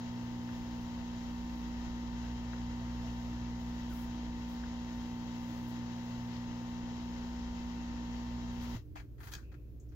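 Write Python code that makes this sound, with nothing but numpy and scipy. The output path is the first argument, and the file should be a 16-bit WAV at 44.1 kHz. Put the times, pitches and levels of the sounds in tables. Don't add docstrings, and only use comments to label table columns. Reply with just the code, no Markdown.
import sys
import numpy as np
from scipy import signal
from scipy.fft import rfft, irfft, next_fast_len
from scipy.io import wavfile

SR = 44100
rng = np.random.default_rng(int(sys.argv[2]) if len(sys.argv) > 2 else 0)


def transcribe(u):
    v = np.clip(np.atleast_2d(u).T, -1, 1)
    q = np.round(v * 32767).astype(np.int16)
    wavfile.write(sys.argv[1], SR, q)


N = 438794
T = np.arange(N) / SR
FFT_SIZE = next_fast_len(N)
HZ = np.maximum(np.arange(FFT_SIZE // 2 + 1) * SR / FFT_SIZE, 1)
MAINS_HZ = 60.005
NOZZLE_CLEAR_S, PUMP_STOP_S, AIR_STOP_S = 8.6, 8.751, 8.768

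# harmonic, relative_db
PUMP_HARMONICS = [(1, -8.5), (2, -11), (3, -9), (4, 0.5), (5, -17.5), (6, -24.5), (7, -30), (8, -28),
                  (9, -26), (10, -34), (11, -31), (12, -31), (13, -22), (14, -28.5), (15, -16.5),
                  (16, -20.5), (17, -24.5), (18, -29.5), (20, -35.5), (21, -32), (22, -43.5), (24, -42.5),
                  (26, -39.5), (27, -35.5), (28, -38), (29, -36), (30, -27), (31, -35.5), (37, -40.5),
                  (41, -43.5), (48, -41)]
# frequency_hz, relative_db
HISS_SPECTRUM = [(100, 8), (290, 5.5), (330, 6.5), (380, -8.5), (450, 3), (600, -1), (800, 0), (1100, 0.5),
                 (1700, -1.5), (2400, -6.5), (4500, -4), (6600, -9.5), (7500, -18.5), (8100, -34),
                 (16000, -45)]
# centre_hz, width_hz, boost_db
AIR_RESONANCES = [(500, 130, 3.5), (670, 41, 9.5), (2026, 290, 7), (2696, 160, 7), (3135, 98, 5),
                  (3240, 70, 8.5), (3870, 170, 2.5), (4670, 79, 1.5), (5270, 240, 4.5), (6550, 160, 0.5)]
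# frequency_hz, relative_db
SIZZLE_SPECTRUM = [(5000, -31), (7500, -5.5), (9500, -6.5), (11500, 4), (13500, 1), (15500, 5)]
# start_s, length_s, level_db
SOLDER_SLURPS = [(3.886, .03, -66), (3.92, 0.1, -61), (4.477, .06, -68.5), (5.67, .02, -64),
                 (8.51, .1, -73), (8.608, 0.037, -62.5), (8.674, 0.14, -66)]
# start_s, length_s, start_hz, end_hz, level_db
SOLDER_SQUEAKS = [(2.227, 0.052, 1480, 1680, -59), (3.022, 0.076, 671, 670, -55),
                  (3.2, 0.08, 674, 690, -61), (3.89, 0.069, 1560, 1220, -57)]
# start_s, relative_db, brightness_db, rise_s, t60_s
BENCH_KNOCKS = [(8.954, -51.5, -3.5, 0.004, 0.13), (8.969, -52, -5, .003, 0.16),
                (8.996, -52, -7, 0.0033, 0.094), (9.1805, -66, -9, 0.001, 0.34),
                (9.203, -56.5, -8, 0.0013, 0.27), (9.229, -55, -2.5, 0.002, 0.3),
                (9.27, -52.5, -3, 0.0006, 0.22), (9.316, -52.5, 7, .004, .17),
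                (9.3361, -43, 7, 0.0006, 0.024), (9.3504, -43.5, 3.5, .0005, 0.028),
                (9.36, -61, 4, 0.0026, 0.19), (9.516, -58, -9, 0.0044, 0.088),
                (9.541, -59.5, -10, 0.00066, 0.08), (9.917, -69.5, -6, 0.0033, .3)]
# frequency_hz, relative_db
KNOCK_SPECTRUM = [(150, -1), (500, -16), (850, 3), (1150, 0.5), (1550, 5), (2500, -5.5), (3500, -2.5),
                  (5300, -6), (6800, -5.5), (7800, -14), (9000, -21), (15500, -14)]
# pitch_hz, relative_db, t60_s
KNOCK_MODES = [(846, -25, 0.039), (1430, -21, 0.073), (1646, -12, .085), (1800, -14, .055),
               (2300, -21, .07), (2513, -14, 0.1), (3270, -9, 0.024), (3750, -28, 0.069),
               (4590, -19, 0.069), (5350, -23, .1), (6310, -21, .08)]
# start_s, length_s, level_db
BENCH_SLIDES = [(9.19, 0.097, -63), (9.302, 0.032, -56)]
# start_s, level_db, pitch_hz, half_width_hz, t60_s
LIGHT_TOUCHES = [(0.49, -50, 1520, 280, .04), (2.533, -46, 1540, 260, .035),
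                 (4.637, -46.5, 1600, 280, .035), (8.958, -50, 820, 170, .07),
                 (8.966, -55, 2370, 402, 0.16), (9.383, -59, 1495, 200, .18), (9.43, -76, 2560, 170, 1.0),
                 (9.799, -69.5, 6840, 700, 0.16), (9.889, -78, 5800, 900, 0.16)]
# harmonic, rms_db, wander_db
MOTOR_HARMONICS = [(1, -50.5, 1), (2, -56, 1.5), (5, -72.5, 6.5)]
# frequency_hz, relative_db
ROOM_SPECTRUM = [(20, -26), (29, 1.5), (50, 2), (80, 2), (105, -2), (150, -10), (220, -14.5), (310, -11.5),
                 (430, -18.5), (600, -27.5), (800, -39), (7000, -51), (9000, -59.5), (13000, -45.5)]
# frequency_hz, correlation
STEREO_COHERENCE = [(40, 0.16), (100, .93), (300, 0.86), (600, 0.5), (1200, 0.4), (2500, 0.27),
                    (8000, -0.02), (15000, .05)]
# frequency_hz, left_minus_right_db
STEREO_LEAN = [(100, -1), (240, -0.5), (400, 0.5), (900, 5.5), (1800, 6), (3200, 9), (5000, 2.5),
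               (6000, 11.5), (7300, 17), (9000, 6), (13000, 10.5)]


def pump(cycles, hum_db=-42.5, buzz_db=-0.1, waver_db=0.36, rattle_db=0.18, scatter_rad=0.25):
    out = np.zeros((2, N))
    for harmonic, relative_db in PUMP_HARMONICS:
        hz = harmonic * MAINS_HZ
        buzz_share = np.clip(np.log2(harmonic / 4) / 2, 0, 1)
        wander_db = (waver_db + buzz_share * rattle_db) * drift(11)
        gain = from_db(hum_db + relative_db + buzz_share * buzz_db + wander_db)
        scatter = scatter_rad * (buzz_share + (hz / 1000) ** 4) * rng.standard_normal()
        phase = 2 * np.pi * harmonic * cycles + stroke_phase(harmonic) + scatter
        pickup = microphones(hz, at_hz(STEREO_LEAN, hz))
        pickup = pickup / abs(pickup).mean()
        out += np.sqrt(2) * gain * (pickup.real * np.cos(phase) - pickup.imag * np.sin(phase))
    return out * decay(PUMP_STOP_S, t60_s=0.03)


def stroke_phase(harmonic, case_hz=205, case_q=4, return_cycles=0.54, return_strength=0.9):
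    hz = harmonic * MAINS_HZ
    blow_phase = np.angle(1 + return_strength * np.exp(-2j * np.pi * harmonic * return_cycles))
    return blow_phase + np.pi - 2 * np.arctan(case_q * (hz / case_hz - case_hz / hz))


def last_stroke(armature_db=-32, armature_hz=116, case_db=-43, case_hz=58):
    elapsed_s = T - PUMP_STOP_S
    armature = from_db(armature_db) * np.sin(2 * np.pi * armature_hz * elapsed_s)
    case = from_db(case_db) * np.sin(2 * np.pi * case_hz * elapsed_s)
    return (elapsed_s >= 0) * decay(PUMP_STOP_S, t60_s=0.19) * (armature + case)


def suction(cycles, hiss_db=-55.5, sizzle_db=-76.5, pulse_depth=0.048, flicker_db=0.66, wander_db=2.3):
    peaks_db = sum(resonance_db(*peak) for peak in AIR_RESONANCES)
    lean_db = at_hz(STEREO_LEAN, HZ)
    ripple_db = reflections(depth_db=2.33, spacing_hz=25.21)
    hiss = noise(at_hz(HISS_SPECTRUM, HZ) + peaks_db + ripple_db, lean_db)
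    valves = 1 + pulse_depth * (np.cos(2 * np.pi * cycles) + np.cos(4 * np.pi * cycles)) / 2
    opening_db = 2.5 * (T > NOZZLE_CLEAR_S)
    hiss = hiss * valves * from_db(hiss_db + opening_db + flicker_db * drift(9.4))
    sizzle = noise(at_hz(SIZZLE_SPECTRUM, HZ), lean_db)
    steady_power = from_db(sizzle_db + wander_db * drift(1.2)) ** 2
    slurp_power = sum((from_db(level_db) * envelope(start_s, length_s, rise_s=0.008, t60_s=0.25)) ** 2
                      for start_s, length_s, level_db in SOLDER_SLURPS)
    return (hiss + sizzle * np.sqrt(steady_power + slurp_power)) * decay(AIR_STOP_S, t60_s=0.15)


def squeaks(wobble_depth=0.039):
    out = np.zeros(N)
    wobble = 1 + wobble_depth * drift(71)
    for start_s, length_s, start_hz, end_hz, level_db in SOLDER_SQUEAKS:
        progress = np.clip((T - start_s) / length_s, 0, 1)
        hz = (start_hz + (end_hz - start_hz) * progress) * wobble
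        out += from_db(level_db) * np.sin(np.pi * progress) * np.sin(2 * np.pi * np.cumsum(hz) / SR)
    return pan(lean_db=6) * out


def scrape(start_s=6.29, length_s=0.077, level_db=-60, centre_hz=3800, half_width_hz=2200, grain_db=2):
    rub = noise(band_db(centre_hz, half_width_hz, order=4), lean_db=6)
    shape = envelope(start_s, length_s, rise_s=0.037, t60_s=0.13)
    return rub * shape * from_db(level_db + grain_db * drift(90))


def knocks(room_db=-23, room_t60_s=0.32, split_hz=3000, body_db=-1, modes_db=2, lean_db=5):
    body = noise(at_hz(KNOCK_SPECTRUM, HZ) + reflections(depth_db=3.5, spacing_hz=70.2), lean_db)
    dull = irfft(rfft(body, FFT_SIZE) / (1 + (HZ / split_hz) ** 4), FFT_SIZE)[:, :N]
    bright = body - dull
    dull_power, bright_power = np.zeros((2, N))
    for start_s, knock_db, brightness_db, rise_s, t60_s in BENCH_KNOCKS:
        attack = 1 - np.exp(-np.maximum(T - start_s, 0) / rise_s)
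        shape = attack * (decay(start_s, t60_s) + from_db(room_db) * decay(start_s, room_t60_s))
        dull_power += (from_db(knock_db) * shape) ** 2
        bright_power += (from_db(knock_db + brightness_db) * shape) ** 2
    out = from_db(body_db) * (dull * np.sqrt(dull_power) + bright * np.sqrt(bright_power))
    starts_s, knocks_db, brights_db, rises_s, _ = np.transpose(BENCH_KNOCKS)
    for hz, mode_db, t60_s in KNOCK_MODES:
        onsets = ((starts_s + 2 * rises_s * rng.random(len(starts_s))) * SR).astype(int)
        strikes_db = knocks_db + mode_db + modes_db + brights_db * (hz > split_hz)
        impulses = np.zeros(N)
        impulses[onsets] = from_db(strikes_db + rng.normal(0, 1.6, len(onsets)))
        out += pan(lean_db) * damped_mode(impulses, hz, t60_s)
    return out


def slide(grain_db=2):
    shape = sum(from_db(level_db) * envelope(start_s, length_s, rise_s=0.02, t60_s=0.1)
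                for start_s, length_s, level_db in BENCH_SLIDES)
    return shape * from_db(grain_db * drift(90)) * noise(at_hz(SIZZLE_SPECTRUM, HZ), lean_db=5)


def ticks():
    out = np.zeros((2, N))
    for start_s, level_db, pitch_hz, half_width_hz, t60_s in LIGHT_TOUCHES:
        ring = noise(band_db(pitch_hz, half_width_hz, order=2), lean_db=4)
        shape = envelope(start_s, length_s=0, rise_s=0.00044, t60_s=t60_s)
        out += from_db(level_db) * unit_rms(shape * ring) * np.sqrt(np.mean(shape ** 2))
    return out


def motor(slip_hz=0.1632, in_step_s=3.035, jitter_rad=0.07):
    cycles = MAINS_HZ * T - slip_hz * (T - in_step_s)
    out = np.zeros(N)
    for harmonic, rms_db, wander_db in MOTOR_HARMONICS:
        phase = harmonic * (2 * np.pi * cycles + jitter_rad * drift(2.3)) + stroke_phase(harmonic)
        out += np.sqrt(2) * from_db(rms_db + wander_db * drift(2.2)) * np.cos(phase)
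    return out


def workshop(level_db=-52):
    spectrum_db = at_hz(ROOM_SPECTRUM, HZ) + resonance_db(centre_hz=305, width_hz=24, boost_db=5)
    return from_db(level_db) * noise(spectrum_db, lean_db=0)


def reflections(depth_db, spacing_hz):
    knots_hz = np.arange(4000) * spacing_hz
    ripples = rng.standard_normal((2, len(knots_hz)))
    return depth_db * np.array([np.interp(HZ, knots_hz, ripple) for ripple in ripples])


def noise(spectrum_db, lean_db):
    mid, side = rfft(rng.standard_normal((2, FFT_SIZE)))
    coherence = at_hz(STEREO_COHERENCE, HZ)
    white = np.sqrt(1 + coherence) * mid + np.sqrt(1 - coherence) * side * [[1], [-1]]
    coloured = white * from_db(spectrum_db) * microphones(HZ, lean_db)
    return unit_rms(irfft(coloured, FFT_SIZE)[:, :N])


def microphones(hz, lean_db, left_lag_s=0.00016):
    return pan(lean_db) * np.exp(1j * np.pi * hz * left_lag_s * np.array([[-1], [1]]))


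def pan(lean_db):
    return from_db(np.array([[0.5], [-0.5]]) * lean_db)


def damped_mode(force, hz, t60_s):
    radius, angle = np.exp(-np.log(1000) / (t60_s * SR)), 2 * np.pi * hz / SR
    return signal.lfilter([0, np.sin(angle)], [1, -2 * radius * np.cos(angle), radius ** 2], force + 1e-18)


def resonance_db(centre_hz, width_hz, boost_db):
    return boost_db / (1 + (2 * (HZ - centre_hz) / width_hz) ** 2)


def band_db(centre_hz, half_width_hz, order):
    return -20 * np.log10(1 + ((HZ - centre_hz) / half_width_hz) ** order)


def envelope(start_s, length_s, rise_s, t60_s):
    return (1 - np.exp(-np.clip((T - start_s) / rise_s, 0, 40))) * decay(start_s + length_s, t60_s)


def decay(start_s, t60_s):
    return np.exp(-np.minimum(np.log(1000) * np.maximum(T - start_s, 0) / t60_s, 40))


def drift(rate_hz):
    hop, settling_steps = 100, 1000
    pole = np.exp(-2 * np.pi * rate_hz * hop / SR)
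    white = rng.standard_normal(N // hop + settling_steps + 2)
    slow = signal.lfilter([1], [1, -2 * pole, pole ** 2], white)[settling_steps:]
    return np.interp(np.arange(N) / hop, np.arange(len(slow)), unit_rms(slow))


def at_hz(curve, hz):
    knots_hz, values = np.transpose(curve)
    return np.interp(np.log(hz), np.log(knots_hz), values)


def unit_rms(x):
    return x / np.sqrt(np.mean(np.atleast_2d(x).mean(axis=0) ** 2) + 1e-20)


def from_db(db):
    return 10 ** (np.asarray(db) / 20)


def scene():
    cycles = MAINS_HZ * T + 0.0042 * drift(0.5)
    gun = pump(cycles) + last_stroke() + suction(cycles) + squeaks()
    handling = scrape() + knocks() + slide() + ticks()
    return gun + handling + motor() + workshop()


def record(dry, cutoff_hz=15750):
    return signal.sosfilt(signal.ellip(12, 0.1, 90, cutoff_hz, fs=SR, output="sos"), dry)


dry = scene()
out = record(dry)
transcribe(out)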